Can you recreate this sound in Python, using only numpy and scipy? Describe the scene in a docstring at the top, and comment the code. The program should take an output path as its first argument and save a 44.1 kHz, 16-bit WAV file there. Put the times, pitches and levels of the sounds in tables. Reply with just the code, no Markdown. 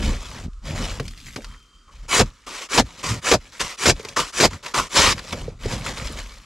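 """A steel shovel works packed snow close by: ice bonds fracture in dense clumps, a crunch that also
excites the damped modes of the blade and of the whole shovel. It throws one load and rings faintly,
then is shoved in five times until it jams, and is drawn back each time. A long last scrape fills the
blade; loose snow slides and clods drop as it is lifted. The pack yields with a low crump, moving air
buffets the microphone, and a door and the snow bank scatter the sound over a faint distant noise."""
import sys
import numpy as np
from scipy import signal
from scipy.fft import rfft, irfft, next_fast_len
from scipy.io import wavfile
from scipy.ndimage import uniform_filter1d, map_coordinates

SR = 44100
rng = np.random.default_rng(int(sys.argv[2]) if len(sys.argv) > 2 else 0)


def pcm_store(signal):
    """Save signal as 16-bit PCM."""
    levels = np.round(np.clip(np.atleast_2d(signal), -1, 1) * 32767)
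    wavfile.write(sys.argv[1], SR, levels.astype(np.int16).T)


N = 284445

# The blade jams in the bank: (t/s, length/s, crunch/dB, blade hum/dB, shovel knock/dB, snow pack/dB)
JAMS = [(2.196, .018, -16, -23, -13.5, -13), (2.775, .024, -15, -23, -14, -18),
        (3.314, .028, -14, -18, -13, -18), (3.856, .05, -14, -25, -16.5, -20),
        (4.4, .057, -14.5, -23, -17, -23)]


def shovelling():
    """Brittle fracture: firm strokes break snow densely, loose snow crumbles in coarser grains."""
    # Spectra of snow breaking under each kind of movement: (f/Hz, relative level/dB)
    gliding = [(820, -28), (1400, -10), (1750, 0.5), (2030, -3), (2250, -4), (4030, -4.5), (4830, -5),
               (5340, -8.5), (5790, -4), (7290, -5), (10500, -14.5), (12400, -25.5), (15500, -39)]
    crushing = [(820, -26.5), (1400, -3), (1730, 2.5), (1870, -1.5), (2480, 2), (2950, -3.5), (4030, -0.5),
                (5080, 1.5), (5500, -1.5), (7290, -2.5), (9010, -13.5), (12300, -21), (15500, -44)]
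    cutting = [(820, -20), (1400, -7), (1950, 0.5), (2340, 1.5), (2750, -1), (4070, -0.5), (4500, -1.5),
               (4920, 0), (6080, -4.5), (7220, -6.5), (8740, -11), (11900, -23.5), (15500, -40.5)]
    dragging = [(820, -70), (1400, -9), (1690, -10), (1890, -3), (2340, -4.5), (3070, -4), (3910, -8),
                (4830, -6), (5180, -5.5), (7440, -8), (11900, -24.5), (14300, -36), (15500, -49.5)]
    crumbling = [(820, -12), (1400, -10), (1560, -5), (1910, -1.5), (2220, -2.5), (2590, -4.5),
                 (3570, -3.5), (7370, -8), (8830, -15), (12100, -22.5), (15500, -44.5)]
    # Snow sifting from the raised blade, one curve per lift: (t/s, level/dB)
    sifting = [
        [(0.99, -48), (1.15, -52), (1.27, -44.5), (1.42, -50), (1.58, -63), (1.8, -70)],
        [(6.05, -50), (6.3, -55), (6.45, -60)],
    ]
    push, jam, cut, pull, loose = pushes(), jams(), scoop(), pulls(), loose_snow()
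    thrown = sum(gains(curve)[0] for curve in sifting)
    strokes = (scrape(push, gliding, density=22000, clump_db=0.82, steel_db=4.5)
               + scrape(jam, crushing, density=18000, clump_db=1.1, steel_db=-24.5)
               + scrape(cut, cutting, density=25000, clump_db=0.3, steel_db=-9.5)
               + scrape(pull, dragging, density=16000, clump_db=1.0, steel_db=-25))
    firm_crunch, _, _, firm_pack = push + jam + cut + pull
    loose[0] += amp(-33.5) * lagged(firm_crunch, lag_s=.07)  # debris rolls on after a stroke
    loose_crunch, _, _, loose_pack = loose
    slide = scrape(loose, crumbling, density=9000, clump_db=1.03, steel_db=-0.5)
    grains = fractures(density=5600, clump_db=2.6, patchy_db=3)
    powder = filtered(grains, lambda hz: 1 + (hz / 13000) ** 4)  # fine powder is brighter
    spray = thrown * coloured(powder, crumbling)
    ticks = amp(-7.5) * (loose_crunch + thrown) * crumbs()
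    pressure = lagged(firm_pack, lag_s=.016)
    crump = pack(pressure + loose_pack + amp(-1) * thrown)
    return strokes + slide + spray + ticks + crump + air(pressure)


def scrape(drive, spectrum, density, clump_db, steel_db):
    """Forced vibration: one stream of fractures is heard directly and drives the blade and shovel."""
    # Snow-damped modes of the steel, the blade and the whole shovel: (f/Hz, width/Hz, level/dB)
    steel_modes = [(1760, 90, -13.5), (2264, 27, 4.5), (2550, 70, -2.5), (2985, 41, 1.5), (3360, 160, -9.5),
                   (4050, 70, -8), (4400, 32, -15.5), (4970, 150, -0.5), (5770, 160, 0.5), (7180, 50, 7.5)]
    blade_modes = [(975, 173, -4), (1174, 187, 2), (1368, 340, -6)]
    shovel_modes = [(222, 88, -4), (392, 110, 1), (550, 112, 1), (738, 105, -0.5), (918, 100, -8.5)]

    def crunch_response(hz):
        return amp(along(spectrum, hz)) * (1 + amp(steel_db) * resonances(steel_modes, hz, sign=0.92))

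    def blade_response(hz):
        return resonances(blade_modes, hz) / (1 + (hz / 2000) ** 4) / (1 + (700 / (hz + 1)) ** 4)

    crunch, hum, knock, _ = drive
    force = fractures(density, clump_db, patchy_db=2.1)
    direct = filtered(force, crunch_response)
    blade = filtered(force, blade_response)
    body = filtered(force, lambda hz: resonances(shovel_modes, hz) / (1 + (hz / 1300) ** 4))
    return crunch * unit(direct) + hum * unit(blade) + lagged(knock, lag_s=.003) * unit(body)


def fractures(density, clump_db, patchy_db):
    """Shot noise of ice bonds, density a second; the wandering contact favours ever new pitches."""
    breaks = (rng.random(N) < density / SR) * rng.standard_normal(N)
    clumps = amp(clump_db * (wobble(330) + wobble(75)))
    spectra = signal.stft(breaks * clumps, nperseg=512)[2]
    patches = uniform_filter1d(rng.standard_normal(spectra.shape), size=3, axis=0)  # across frequency
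    patches = uniform_filter1d(patches, size=7, axis=1)  # across time
    return unit(signal.istft(spectra * amp(patchy_db * unit(patches)), nperseg=512)[1][:N])


def pushes(run_up_s=.075, grip_s=.006):
    """Sliding friction: a shove grows louder as the blade gathers speed over the crust."""
    # Forward shoves: (t/s, length/s, crunch at full speed/dB, drop below that at the start/dB)
    shoves = [(2.08, .118, -16.5, 22), (2.686, .091, -21.5, 21), (3.212, .103, -20.5, 31),
              (3.768, .089, -22, 28), (4.322, .077, -24, 19), (4.888, .07, -24, 26)]
    events = []
    for s, length, db, below_db in shoves:
        t = np.arange(int(length * SR)) / SR
        slowness = np.maximum(1 - t / run_up_s, 0) ** 1.8
        envelope = (1 - np.exp(-t / grip_s)) * amp(-below_db * slowness)
        events.append((s, envelope, (db, db - 7.5, db - 9.5, db - 17)))
    return tracks(events)


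def jams():
    """Compaction: the bank is crushed at full force for a moment, then stops the blade."""
    return tracks((s, held(length, attack_s=.002, fall_db_per_s=1050), levels_db)
                  for s, length, *levels_db in JAMS)


def scoop():
    """Cutting resistance: the blade slows steadily under the load, then stops dead."""
    # The filling scrape: (t/s, length/s, crunch/dB, blade hum/dB, shovel knock/dB, snow pack/dB)
    filling = (4.952, .176, -12, -19.5, -22, -24.5)
    s, length, *levels_db = filling
    return tracks([(s, held(length, attack_s=.008, fall_db_per_s=1400, sag_db_per_s=40), levels_db)])


def pulls():
    """Sliding friction: the edge bites as it lands, then the drag follows a power of the arm's speed."""
    # Back strokes: (t/s, length/s, drag/dB, bite length/s, bite/dB, blade hum/dB, snow pack/dB)
    back_strokes = [(2.463, .215, -35, .018, -39, -40, -55), (3.027, .18, -38, .08, -30.5, -36, -35),
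                    (3.594, .17, -35.5, .02, -22, -28, -33), (4.161, .158, -37.5, .044, -23.5, -23, -37),
                    (4.738, .15, -37, .062, -25, -24, -34)]
    events = []
    for s, length, drag_db, bite_s, bite_db, hum_db, pack_db in back_strokes:
        progress = np.linspace(0, 1, int(length * SR))
        speed = np.abs(np.sin(np.pi * progress ** 1.25))  # fastest late in the pull
        bite = held(bite_s, attack_s=.006, fall_db_per_s=520)
        events.append((s, speed ** .65, (drag_db, drag_db - 6, drag_db - 11)))
        events.append((s, bite, (bite_db, hum_db, hum_db - 5, pack_db)))
    return tracks(events)


def snaps(t60=0.04, attack_s=0.00089):
    """Impulsive fracture: a snap or a jam gives a brief burst of noise and a clack of the blade."""
    # Crust snapping and icy bits hitting steel: (t/s, level/dB, clack relative to it/dB)
    cracks = [(0.5312, -47, -20), (0.9976, -21, -9.5), (1.0794, -22.5, -27), (1.175, -33, -35),
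              (1.2, -33, -40), (1.3603, -20, -14), (1.444, -26, -14), (2.7302, -25.5, 0.5),
              (3.995, -28, -12), (4.0484, -22, -13), (4.0856, -19, -40), (4.1659, -17.5, -3.5),
              (4.5307, -28, -10), (4.6618, -20.5, -15), (4.7425, -16, -10), (5.1793, -25, -10),
              (5.1908, -23, -8), (5.3272, -23, -4), (5.8625, -28, -2), (6.07, -22, -35), (6.1863, -24, -20)]
    # Spectra of the chip and the clack: (f/Hz, gain/dB)
    chip = [(900, -43), (2500, 0.5), (5000, 1.5), (7500, -7), (12000, -21), (15500, -36)]
    clack = [(400, -5.5), (1100, 19.5), (2200, 15), (3500, -8), (8000, -41)]
    chips, clacks, t = np.zeros(N), np.zeros(N), np.arange(SR // 10) / SR
    jamming = [(s, crunch_db + 7, -12) for s, _, crunch_db, *_ in JAMS]
    for s, db, clack_db in cracks + jamming:
        burst = rng.standard_normal(len(t)) * amp(db - 60 * t / t60) * (1 - np.exp(-t / attack_s))
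        add(chips, s, burst)
        add(clacks, s, burst * amp(clack_db))
    return shaped(chips, chip) + shaped(clacks, clack)


def thuds(knock_hz=445, knock_t60=0.027, thump_hz=122, thump_t60=0.056):
    """Damped oscillation: a blow gives a hollow knock, and the ground answers with a low thump."""
    # Clods and the blade hitting hard snow: (t/s, knock/dB, ground thump/dB)
    blows = [(.999, -21, -13), (1.363, -30, -24), (2.222, -20, -3.5), (3.998, -20, -30), (4.051, -21, -33),
             (4.451, -7, -19), (5.4811, -14, -22), (5.6572, -10, -12)]
    out, t = np.zeros(N), np.arange(SR // 5) / SR

    def mode(hz, t60):
        return amp(-60 * t / t60) * (1 - np.exp(-2 * hz * t)) * np.sin(2 * np.pi * hz * t)

    jamming = [(s, knock_db + 8, pack_db + 2) for s, *_, knock_db, pack_db in JAMS]
    for s, knock_db, thump_db in blows + jamming:
        size = 1 + 0.032 * rng.standard_normal()
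        add(out, s, amp(knock_db) * mode(knock_hz / size, knock_t60))
        add(out, s + 0.0023, amp(thump_db) * mode(thump_hz / size, thump_t60))
    return out


def pack(load):
    """Stepwise collapse: the pack gives way under its load with a low crump."""
    # Spectrum of the yielding pack: (f/Hz, relative level/dB)
    yielding = [(40, -21), (60, -3.5), (85, 1), (120, 1), (185, -3.5), (255, -7.5), (340, -18), (700, -57),
                (3000, -120)]
    return load * coloured(fractures(density=1800, clump_db=.8, patchy_db=2.5), yielding)


def loose_snow(weight_share=.45):
    """Granular flow: snow slides off the moving load and trickles back after each stroke."""
    # Snow sliding off a lifted load, one curve per movement: (t/s, crunch/dB, weight on the pack/dB)
    slides = [
        [(0.0, -37, -21), (0.014, -44, -22), (0.028, -31, -24), (0.094, -34, -26), (0.192, -44, -44),
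         (0.274, -42, -51), (0.394, -43, -41), (0.456, -50, -34), (0.49, -72, -37)],
        [(0.62, -68, -50), (0.656, -41, -42), (0.708, -39, -26), (0.734, -42, -23), (0.768, -35, -33),
         (0.812, -35, -25), (0.856, -34, -37), (0.98, -43, -40), (0.99, -44, -34)],
        [(5.22, -49, -45), (5.282, -41, -52), (5.32, -39, -39), (5.328, -27, -36), (5.35, -44, -36),
         (5.394, -40, -34), (5.494, -53, -37), (5.576, -69, -51), (5.58, -60, -52)],
        [(5.59, -57, -50), (5.628, -42, -45), (5.662, -39, -25), (5.702, -36, -38), (5.724, -31, -29),
         (5.814, -43, -34), (5.87, -32, -38), (5.894, -32, -33), (5.94, -42, -43)],
        [(5.94, -41, -44), (5.97, -35, -37), (6.166, -41, -47), (6.192, -36, -48), (6.25, -47, -58),
         (6.354, -48, -66), (6.376, -51, -58), (6.4, -58, -76), (6.45, -54, -76)],
    ]
    # Snow settling: (t/s, length/s, crunch/dB, blade hum/dB, shovel knock/dB, snow pack/dB)
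    settles = [(1.0, .05, -54, -58, -54, -35), (1.45, .1, -55, -53, -66, -58),
               (1.87, .02, -62, -49, -64, -60), (1.91, .1, -57, -70, -66, -56),
               (2.025, .03, -57, -66, -60, -44), (2.245, .035, -51, -50, -52, -45),
               (2.33, .12, -62, -70, -76, -70), (2.84, .12, -50, -57, -55, -53),
               (2.972, .04, -43, -47, -51, -56), (3.105, .04, -42, -44, -38, -27),
               (3.395, .1, -54, -66, -59, -56), (3.515, .07, -45, -51, -58, -60),
               (3.95, .18, -47, -53, -50, -49), (4.5, .05, -42, -44, -43, -41),
               (4.625, .062, -36.5, -44, -45, -58), (5.14, .06, -45, -49, -44, -39)]
    crunch, weight = sum(gains(curve) for curve in slides)
    knock = crunch ** (1 - weight_share) * weight ** weight_share
    sliding = np.array([crunch, amp(-6) * crunch, amp(-4) * knock, amp(.5) * weight])
    settling = tracks((s, held(length, attack_s=.01, fall_db_per_s=330), levels_db)
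                      for s, length, *levels_db in settles)
    return sliding + settling


def crumbs(per_second=170, centre_hz=4400, octaves=2.4, cycles=5, dull_hz=12500):
    """Random collisions: icy crumbs tick as damped sines, each at its own pitch; most are tiny."""
    out, t = np.zeros(N), np.arange(SR // 50) / SR
    for when, size, pitch in rng.random((int(per_second * N / SR), 3)):
        hz = centre_hz * 2 ** (octaves * (pitch - .5))
        tick = amp(-20 * t * hz / cycles) * np.sin(2 * np.pi * hz * t)
        add(out, when * N / SR, size ** 2 * tick)
    return unit(filtered(out, lambda hz: 1 / (1 + (hz / dull_hz) ** 6)))


def splats(attack_s=0.00078):
    """Inelastic impact: a landing clod flattens and falls apart with a dull, quickly fading crush."""
    # Clods bursting on the snow: (t/s, level/dB, t60/s)
    clods = [(0.998, -27, 0.14), (1.362, -29.5, 0.19), (5.331, -27, 0.16), (6.101, -29, 0.04),
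             (6.156, -31, 0.054)]
    # Spectrum of the crush: (f/Hz, relative level/dB)
    dull = [(80, -58), (200, 9.5), (330, 4), (560, 4.5), (800, -9), (1500, -23), (4000, -47)]
    crush, t = np.zeros(N), np.arange(SR // 4) / SR
    for s, db, t60 in clods:
        add(crush, s, amp(db - 60 * t / t60) * (1 - np.exp(-t / attack_s)))
    return crush * coloured(fractures(density=4400, clump_db=1.2, patchy_db=2.5), dull)


def ring():
    """Resonance: the emptied blade rings as it swings back, and its edge sings on meeting the crust."""
    # Modes of the free blade and of its bare edge: (f/Hz, width/Hz, level/dB)
    free_modes = [(3140, 62, 3), (4689, 40, -6), (5250, 40, -15), (8400, 40, -23), (8834, 27, -16)]
    edge_modes = [(1340, 120, 3), (2460, 150, -4), (6800, 500, -9)]
    # Ringing during the back swing and at the first touch: (t/s, level/dB)
    swing = [(1.42, -61), (1.57, -57), (1.68, -63), (1.82, -62), (1.9, -72), (2.075, -65)]
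    touch = [(2.083, -36), (2.09, -38), (2.125, -32.5), (2.15, -30)]

    def singing(modes):
        peaks = lambda hz: sum(amp(db) / (1 + (2 * (hz - f) / width) ** 2) for f, width, db in modes)
        return unit(filtered(rng.standard_normal(N), peaks))

    flicker = amp(2.5 * wobble(22))
    return gains(swing)[0] * flicker * singing(free_modes) + gains(touch)[0] * singing(edge_modes)


def air(pressure, puff_db=-3, still_db=-58):
    """Turbulence: air buffets the microphone as the shovel swings, and in a puff after each stroke."""
    # Buffeting, one curve per spell of swinging: (t/s, level/dB)
    buffets = [
        [(0.0, -34), (0.07, -16), (0.37, -44), (0.91, -27), (1.31, -48), (1.53, -39), (1.7, -74), (2.0, -41),
         (2.1, -42)],
        [(5.2, -44), (5.282, -52), (5.4, -29), (5.61, -48), (5.648, -33), (6.01, -38), (6.046, -29),
         (6.272, -39), (6.45, -56)],
    ]
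    # Spectrum of the moving air: (f/Hz, relative level/dB)
    rumble = [(12, -22), (26, -7), (38, 0), (50, -9), (62, -10), (100, -26), (250, -60), (1500, -120)]
    puffs = amp(puff_db) * lagged(pressure, lag_s=.02)
    flow = sum(gains(curve)[0] for curve in buffets) + puffs + amp(still_db)
    return flow * coloured(rng.standard_normal(N), rumble)


def scatter(x, t60=0.07):
    """Early reflections: short echoes from the door and the snow bank shift as the shovel moves."""
    t = np.arange(SR // 20) / SR
    echoes = rng.standard_normal((2, len(t))) * amp(-60 * t / t60)
    first, second = signal.fftconvolve(x[None], echoes / np.linalg.norm(echoes[0]), axes=1)[:, :N]
    angle = 2 * wobble(8.7)
    return np.cos(angle) * first + np.sin(angle) * second


def outdoors(level_db=-60):
    """Ambient noise: a faint, steady wash from far away."""
    # Spectrum of the distant background: (f/Hz, relative level/dB)
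    yard = [(50, -26), (100, -18), (180, -13), (400, -15), (800, -30), (1050, -14), (1250, -5.5),
            (1700, -21.5), (3000, -23), (7000, -22.5), (10000, -34), (13000, -47), (15500, -66)]
    return amp(level_db) * coloured(rng.standard_normal(N), yard)


def amp(db):
    """Decibels as an amplitude ratio."""
    return 10 ** (np.asarray(db) / 20)


def unit(x):
    """Normalisation to rms 1."""
    return x / np.sqrt(np.mean(x ** 2) + 1e-20)


def along(points, hz):
    """Interpolation of (f/Hz, value) points on a logarithmic frequency axis."""
    f, values = np.transpose(points)
    return np.interp(np.log(hz + 1), np.log(f + 1), values)


def gains(rows, fade_s=.003):
    """Envelopes from (t/s, level/dB, ...) rows, one per level column, silent outside their span."""
    rows, t = np.array(rows), np.arange(N) / SR
    s, *columns = rows[np.argsort(rows[:, 0])].T
    inside = np.sqrt(np.clip(.5 + np.minimum(t - s[0], s[-1] - t) / fade_s, 0, 1))
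    return np.array([amp(np.interp(t, s, db)) * inside for db in columns])


def held(length, attack_s, fall_db_per_s, sag_db_per_s=0):
    """An envelope that rises, holds or sags for its length, and decays exponentially."""
    t = np.arange(SR // 2) / SR
    level_db = -sag_db_per_s * t - fall_db_per_s * np.maximum(t - length, 0)
    return (1 - np.exp(-t / attack_s)) * amp(level_db)


def tracks(events):
    """(t/s, envelope, levels/dB) events summed as four gains: crunch, blade hum, knock, snow pack."""
    out = np.zeros((4, N))
    for s, envelope, levels_db in events:
        for track, db in zip(out, levels_db):
            add(track, s, amp(db) * envelope)
    return out


def lagged(gain, lag_s):
    """First-order lag: heavier things answer later and for longer."""
    keep = np.exp(-1 / (lag_s * SR))
    return signal.lfilter([1 - keep], [1, -keep], gain)


def wobble(rate):
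    """Random modulation: a smooth curve with rate knots a second."""
    knots = rng.standard_normal(int(N * rate / SR) + 4)
    return map_coordinates(knots, [np.arange(N) * rate / SR], order=2)


def filtered(x, response):
    """Linear filtering: the spectrum of x times a complex function of frequency."""
    size = next_fast_len(N + 8192)
    return irfft(rfft(x, size) * response(np.fft.rfftfreq(size, 1 / SR)), size)[..., :N]


def resonances(modes, hz, sign=-1):
    """Modal superposition of damped resonators; sign -1 makes neighbours swing opposite ways."""
    return sum(sign ** k * amp(db) * 1j * hz * width / (f * f - hz * hz + 1j * hz * width)
               for k, (f, width, db) in enumerate(modes))


def shaped(x, curve):
    """Zero-phase filtering by an (f/Hz, gain/dB) curve."""
    return filtered(x, lambda hz: amp(along(curve, hz)))


def coloured(x, spectrum):
    """Spectral shaping, normalised to rms 1."""
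    return unit(shaped(x, spectrum))


def add(track, s, sound):
    """Superposition of a sound on a track, starting at s seconds."""
    part = track[max(0, round(s * SR)):][:len(sound)]
    part += sound[:len(part)]


def scene():
    """Mid-side stereo: all sound comes from ahead; scatter makes the sides differ in the treble."""
    # Scattered sound, opposite in the two channels: (f/Hz, gain/dB)
    unshared = [(60, -32), (250, -27), (500, -23), (1100, -21), (2200, -12), (4500, -13), (8000, -12),
                (12500, -4)]
    # Left relative to right: (f/Hz, level/dB) and (f/Hz, phase/rad)
    lean = [(120, -.1), (300, -.4), (600, -1.1), (1200, -.4), (2400, .5), (4400, .7), (8000, 1.8),
            (13000, -.6)]
    lead = [(300, 0), (1400, -.1), (3400, -.36), (7500, -.3), (10500, -.4), (13000, .1)]
    near = shovelling() + snaps() + thuds() + splats() + ring() + outdoors()
    side = shaped(scatter(near), unshared)
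    signs = np.array([[1], [-1]])
    balance = lambda hz: amp(signs * along(lean, hz) / 2) * np.exp(.5j * signs * along(lead, hz))
    return filtered(near + signs * side, balance)


def record(dry, low_hz=28, top_hz=15700):
    """Soft saturation rounds the highest peaks; band limiting sheds deep rumble and the top treble."""
    rounded = dry / (1 + np.abs(dry) ** 6) ** (1 / 6)
    return filtered(rounded, lambda hz: (hz < top_hz) / np.sqrt(1 + (low_hz / (hz + 1)) ** 6))


dry = scene()
out = record(dry)
pcm_store(out)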